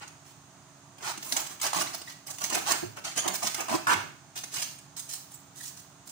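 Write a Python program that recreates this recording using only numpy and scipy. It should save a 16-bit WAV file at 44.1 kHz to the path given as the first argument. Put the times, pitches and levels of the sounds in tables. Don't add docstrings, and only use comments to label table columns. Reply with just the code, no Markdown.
import sys
import numpy as np
from scipy import signal
from scipy.fft import rfft, irfft, next_fast_len
from scipy.io import wavfile
from scipy.ndimage import uniform_filter1d, map_coordinates

SR = 44100
rng = np.random.default_rng(int(sys.argv[2]) if len(sys.argv) > 2 else 0)


def log_audio(samples):
    frames = np.atleast_2d(samples).T
    limited = np.clip(frames, -1, 1)
    pcm = np.round(limited * 32767).astype(np.int16)
    wavfile.write(sys.argv[1], SR, pcm)


N = 269451
TOP_HZ = 15700


def amp(db):
    return 10 ** (np.asarray(db) / 20)


def unit(x):
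    return x / np.sqrt(np.mean(x ** 2) + 1e-20)


def along(points, hz):
    f, v = np.transpose(points)
    return np.interp(np.log(hz + 1), np.log(f + 1), v)


def seconds(length):
    return np.arange(int(length * SR)) / SR


def add(track, s, sound):
    part = track[max(round(s * SR), 0):][:len(sound)]
    part += sound[:len(part)]


def wobble(rate, size=N):
    knots = rng.standard_normal(size // 8 + 4)
    return map_coordinates(knots, [np.arange(size) * rate / SR], order=1)


def filtered(x, response):
    n = x.shape[-1]
    m = next_fast_len(n + 8192)
    hz = np.fft.rfftfreq(m, 1 / SR)
    return irfft(rfft(x, m) * response(hz), m)[..., :n]


def coloured(x, spectrum):
    return unit(filtered(x, lambda hz: amp(along(spectrum, hz))))


def buckles(spectrum, rate, spread_db, clump_db, facet_db):
    happens = rng.random(N) < rate / SR
    sign = rng.choice([-1, 1], N)
    size = amp(spread_db * np.clip(rng.standard_normal(N), -2, 2))
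    clicks = happens * sign * size * amp(clump_db * wobble(170))
    z = signal.stft(clicks, nperseg=128)[2]
    facets = uniform_filter1d(rng.standard_normal(z.shape), 3, 0)
    facets = unit(uniform_filter1d(facets, 8, 1))
    return coloured(signal.istft(z * amp(facet_db * facets), nperseg=128)[1][:N], spectrum)


# f/Hz, relative level/dB
CRINKLE = [(100, -90), (600, -1.5), (1500, -3.5), (2500, -1), (4000, 1.5), (6000, 4), (9000, 1.5),
           (11500, -10), (16000, -17)]
# f/Hz, relative level/dB
TAUT = [(40, -35), (120, -0.5), (200, -2.5), (370, 4), (640, 3.5), (1000, -3), (1400, -4.5), (2000, -8),
        (2800, -2.5), (6000, -47), (12000, -66)]
# start t/s, length t/s, relative crinkle level/dB, relative drumming level/dB, crinkle tilt/(dB per octave)
TUGS = [(0, 0.039, -47.5, -48.5, -6), (0.993, 0.037, -57, -49, 0), (1.019, 0.086, -39, -45, -5),
        (1.198, 0.22, -41.5, -47, 6.5), (1.355, 0.043, -45, -44.5, -17), (1.492, 0.025, -45.5, -49, 1),
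        (1.629, 0.05, -32, -36, -4.5), (1.728, .094, -33.5, -33, 0), (1.927, 0.024, -41.5, -46.5, -2),
        (2.062, .06, -47, -61, -1.5), (2.259, 0.047, -39, -49.5, 3.5), (2.398, .06, -37, -41.5, 2),
        (2.499, 0.08, -36.5, -33, 1), (2.651, 0.098, -35.5, -35.5, -5.5), (2.957, 0.031, -49, -44.5, 1.5),
        (3.035, 0.046, -35.5, -43, -3), (3.153, 0.038, -33.5, -38.5, -1), (3.218, 0.081, -53, -36.5, -1),
        (3.329, 0.027, -35, -44, 4.5), (3.414, 0.067, -33, -38.5, -0.5), (3.547, 0.076, -44.5, -37, 5),
        (3.678, 0.08, -38.5, -35.5, -0.5), (3.883, 0.054, -34, -26, -4.5)]
# start t/s, length t/s, relative crinkle level/dB
RUBS = [(0.239, 0.077, -57.5), (4.35, 0.027, -36.5), (4.505, 0.13, -35), (4.961, .032, -39),
        (5.075, 0.074, -39.5), (5.3, 0.043, -52.5), (5.533, 0.16, -45.5), (5.764, 0.028, -51),
        (6.051, 0.094, -47.5)]
# t/s, drumming relative to crinkle level/dB, crinkle tilt/(dB per octave)
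SLACK = [(4.55, -11.5, 0.5), (4.95, -24, 3.5)]


def strokes(level_db=-0.85, tug_hz=1295, rub_hz=2100):
    loose = buckles(CRINKLE, rate=2200, spread_db=4.5, clump_db=3.0, facet_db=-1.0)
    taut = buckles(TAUT, rate=2500, spread_db=3, clump_db=2, facet_db=2.5)
    out = np.zeros(N)
    for s, length, crinkle_db, drum_db, tilt_db in TUGS:
        add(out, s, stroke(loose, taut, s, length, crinkle_db, drum_db, tilt_db, tug_hz))
    times, drumming, tilts = np.transpose(SLACK)
    for s, length, db in RUBS:
        drum_db = db + np.interp(s, times, drumming)
        tilt_db = np.interp(s, times, tilts)
        add(out, s, stroke(loose, taut, s, length, db, drum_db, tilt_db, rub_hz))
    return amp(level_db) * out


def stroke(loose, taut, s, length, crinkle_db, drum_db, tilt_db, drum_hz,
           width_octaves=1.06, focus_db=10, knee_hz=1500,
           attack_share=0.12, release_s=.012, settle_db=-9.5, settle_s=0.051):
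    def tilt(hz):
        return amp(tilt_db * np.log2(np.maximum(hz, knee_hz) / knee_hz))

    def focus(hz):
        octaves = np.log2((hz + 1) / drum_hz)
        return amp(focus_db * np.exp(-.5 * (octaves / width_octaves) ** 2))

    span = slice(max(round(s * SR), 0), round((s + length + .25) * SR))
    crinkle = unit(filtered(loose[span], tilt))
    drum = unit(filtered(taut[span], focus))
    t = np.arange(len(drum)) / SR
    after = np.maximum(t - length, 0)
    attack = (1 - np.exp(-t / (attack_share * length))) ** 2
    release = np.exp(-after / release_s)
    settling = amp(settle_db) * np.exp(-after / settle_s)
    motion = attack * np.maximum(release, settling)
    return motion * (amp(crinkle_db) * crinkle + amp(drum_db) * drum)


# t/s, relative crackle level/dB, drumming relative to first level column/dB
SNAPS = [(.078, -30.5, -22), (0.9832, -35.5, 7.5), (1.176, -23.5, 7), (1.2277, -22, 1), (1.285, -32, -18),
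         (1.323, -8, -5.5), (1.3659, -8.5, -35), (1.4656, -22, -25), (1.599, -26.5, -4),
         (1.9482, -19.5, -22), (2.016, -26, 4), (2.3405, -30, -6), (2.3847, -22.5, -6), (2.44, -10.5, -4),
         (2.4997, -15.5, -0.5), (2.5482, -9, -13), (2.7183, -6, -9), (3.1748, -11.5, 0), (3.279, -8.5, -14),
         (3.354, -19, -10), (3.5457, -12.5, -12), (3.6062, -18, -3), (3.7504, -16, -9),
         (3.9307, -11.5, -15), (4.437, -19.5, -1.5), (4.7863, -31.5, -2), (4.9773, -30, -25)]


def snaps(t60=0.019, rise=.003):
    t = seconds(0.026)
    burst = (1 - np.exp(-t / rise)) ** 2 * amp(-60 * t / t60)
    crackle = buckles(CRINKLE, rate=6000, spread_db=3, clump_db=0, facet_db=2.5)
    drum = coloured(rng.standard_normal(N), TAUT)
    out = np.zeros(N)
    for s, db, drum_db in SNAPS:
        span = slice(round(s * SR), round(s * SR) + len(t))
        crack = amp(db - 23.0) * unit(burst * crackle[span])
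        thump = amp(db + drum_db - 30.0) * unit(burst * drum[span])
        add(out, s - rise, crack + thump)
    return out


# start t/s, length t/s, first slip rate/(1/s), central ring f/Hz,
# relative ring level/dB, relative crack level/dB, swell over the peel/dB
PEELS = [(1.033, 0.082, 242, 1380, -38, -39, 3), (1.614, 0.059, 119, 1170, -37, -21.5, -2),
         (1.731, 0.061, 68, 1160, -22, -23.5, -7.5), (2.664, 0.055, 160, 1140, -33, -28.5, 4),
         (3.422, .016, 160, 983, -22.5, -51, -6), (3.683, 0.069, 88, 997, -23, -32.5, 1.5),
         (3.869, 0.064, 163, 1427, -15.5, -29, -2)]
# multiple of the ring pitch, relative level/dB
SHEET = [(.66, -1), (1, 2.5), (1.25, -9.5), (1.6, -11.5)]


def peels(ring_t60=0.015, crack_t60=0.019, jitter=.06, scatter=0.026, hiss_db=-10, radiate_hz=250,
          speedup=1.4):
    t = seconds(.03)
    rings, plucks, cracks = np.zeros((3, N))
    for start, length, first_rate, ring_hz, ring_db, crack_db, swell_db in PEELS:
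        s = 0
        for gap, size, pitch in rng.standard_normal((24, 3)):
            if s > length:
                break
            gain = amp(swell_db * s / length + 1.5 * size)
            pluck = gain * amp(ring_db - 60 * t / ring_t60)
            phase = 2 * np.pi * ring_hz * np.exp(scatter * pitch) * t
            modes = sum((-1) ** k * amp(db) * np.sin(ratio * phase) for k, (ratio, db) in enumerate(SHEET))
            add(rings, start + s, pluck * modes)
            add(plucks, start + s, pluck)
            add(cracks, start + s, gain * amp(crack_db - 60 * t / crack_t60))
            rate = first_rate * speedup ** (s / length)
            s += np.exp(jitter * gap) / rate
    wrinkles = amp(hiss_db) * plucks * coloured(rng.standard_normal(N), TAUT)
    sheet = filtered(rings + wrinkles, lambda hz: hz / np.hypot(hz, radiate_hz))
    return sheet + cracks * coloured(rng.standard_normal(N), CRINKLE)


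# t/s, length t/s, first f/Hz, last f/Hz, relative level/dB
SQUEAKS = [(1.868, 0.0069, 1977, 2520, -32), (2.073, 0.014, 1900, 2030, -39),
           (3.17, 0.035, 2980, 3620, -29.5), (5.336, 0.027, 7430, 10800, -43.5),
           (5.601, 0.013, 1900, 1620, -39.5)]


def squeaks(second_db=0, third_db=-4):
    out = np.zeros(N)
    loudest_db = max(row[-1] for row in SQUEAKS)
    for s, length, first_hz, last_hz, db in SQUEAKS:
        u = seconds(length) / length
        glide = first_hz + (last_hz - first_hz) * u ** 3
        hz = glide * (1 + .025 * wobble(900)[:len(u)])
        phase = 2 * np.pi * np.cumsum(hz) / SR
        pressure = amp(db - loudest_db)
        tone = np.zeros(len(u))
        for k, level in enumerate([0, second_db, third_db], 1):
            in_band = k * hz < TOP_HZ
            tone += amp(level) * pressure ** (k - 1) * in_band * np.sin(k * phase)
        grip = amp(4.1 * wobble(740)[:len(u)] - 4.0)
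        swell = np.sqrt(np.abs(np.sin(np.pi * u)))
        add(out, s, amp(db) * grip * swell * tone)
    return out


# t/s, relative level/dB, main ring f/Hz
BUMPS = [(1.327, -37, 260), (1.759, -34, 178), (2.561, -26, 341), (2.826, -18.5, 355.4), (2.851, -37, 109),
         (3.254, -25, 338), (3.288, -32, 187), (3.44, -33.5, 218), (3.706, -25, 229), (3.738, -15, 335),
         (3.919, -35, 168), (3.953, -39, 100)]


def bumps(rise=0.0058, thud_db=-7, cycles=32.6):
    t = seconds(.4)
    rings, thuds = np.zeros((2, N))
    for s, db, hz in BUMPS:
        blow = amp(db - 60 * t * hz / cycles) * (1 - np.exp(-t / rise))
        add(rings, s, blow * np.sin(2 * np.pi * hz * t))
        add(thuds, s, blow)
    dull = [(30, -63), (100, 12.0), (220, 15.5), (400, 23.5), (700, 12), (3000, -58)]  # f/Hz, level/dB
    return rings + amp(thud_db) * thuds * coloured(rng.standard_normal(N), dull)


# f/Hz, time to fall 60 dB t/s
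ROOM = [(100, 0.93), (500, 0.32), (1500, 0.46), (5000, 0.47), (10000, 0.38), (16000, 0.51)]


def kitchen(x, early_db, tail_db, lag=0.0009873):
    direct = np.array([x, np.roll(x, round(lag * SR))])
    near = direct + amp(early_db) * bounces(x)
    hz, t, z = signal.stft(rng.standard_normal((2, SR // 2)), SR, nperseg=256)
    decay = amp(-60 * t / along(ROOM, hz)[:, None])
    tail = signal.istft(z * (1 - np.exp(-t / 0.018)) * decay, SR, nperseg=256)[1]
    tail = tail / np.linalg.norm(tail[0])
    return near + amp(tail_db) * signal.fftconvolve(near, tail, axes=1)[:, :N]


def bounces(x, t60=0.042, size=2048):
    t = seconds(.035)
    fade, padded = signal.windows.cosine(size), np.pad(x, size)
    out = np.zeros((2, len(padded)))
    for i in range(size // 2, N + size, size // 2):
        echoes = rng.standard_normal((2, len(t))) * (rng.random((2, len(t))) < .08)
        echoes = echoes * (t > .001) * amp(-60 * t / t60)
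        echoes = echoes / np.linalg.norm(echoes, axis=1, keepdims=True)
        piece = padded[i:i + size] * fade
        for track, sound in zip(out, signal.fftconvolve([piece], echoes, axes=1)):
            add(track, i / SR, sound)
    return out[:, size:size + N]


# f/Hz, relative level/dB
AMBIENCE = [(20, -17), (45, -13), (78, -11), (105, -2.5), (160, -1.5), (300, -16.5), (480, -10.5),
            (750, -11.5), (1200, -13), (2200, -22.5), (5400, -24), (6500, -18.5), (9000, -26.5),
            (12500, -44.5)]
# f/Hz, rms level before wobble and microphones/dB
HUM = [(140.0, -65), (279.9, -67), (349.9, -73), (656.8, -74)]


def background(level_db=-55, mono_hz=1300):
    mid, side = rng.standard_normal((2, N))
    side = filtered(side, lambda hz: hz / np.hypot(hz, mono_hz))
    air = amp(level_db) * coloured(np.array([mid + side, mid - side]), AMBIENCE)
    t = np.arange(N) / SR
    hum = np.zeros(N)
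    for hz, db in HUM:
        level = np.sqrt(2) * amp(db + 0.5 * wobble(3.76))
        hum += level * np.sin(2 * np.pi * hz * t + 0.13 * wobble(4.16))
    return air + hum


def scene():
    film = kitchen(strokes() + snaps() + squeaks(), early_db=4, tail_db=-5.5)
    peeling = kitchen(peels(), early_db=4, tail_db=-9.5)
    knocks = kitchen(bumps(), early_db=-20, tail_db=-17.5)
    return amp(-3) * film + amp(-5.5) * peeling + knocks + background()


# f/Hz, left minus right level/dB
BALANCE_LR = [(100, -5.5), (400, -5), (700, -3.5), (1500, -3), (4400, -2), (9000, -8), (11000, -11.5),
              (15000, -25.5)]
# f/Hz, width f/Hz, level/dB
PORTS = [(502.5, 62, -9.5), (6440, 216, 3), (15060, 510, 13)]


def record(dry, low_cut_hz=65):
    def response(hz):
        ratio = amp(along(BALANCE_LR, hz))
        balance = np.array([ratio, np.ones_like(ratio)]) * 2 / (1 + ratio)
        ports = amp(sum(db * np.exp(-.5 * ((hz - centre) / width) ** 2) for centre, width, db in PORTS))
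        low_cut = hz ** 2 / np.hypot(hz ** 2, low_cut_hz ** 2)
        return low_cut * ports * balance
    heard = filtered(dry, response)
    return filtered(heard, lambda hz: 1 / np.sqrt(1 + (hz / TOP_HZ) ** 160))


dry = scene()
out = record(dry)
log_audio(out)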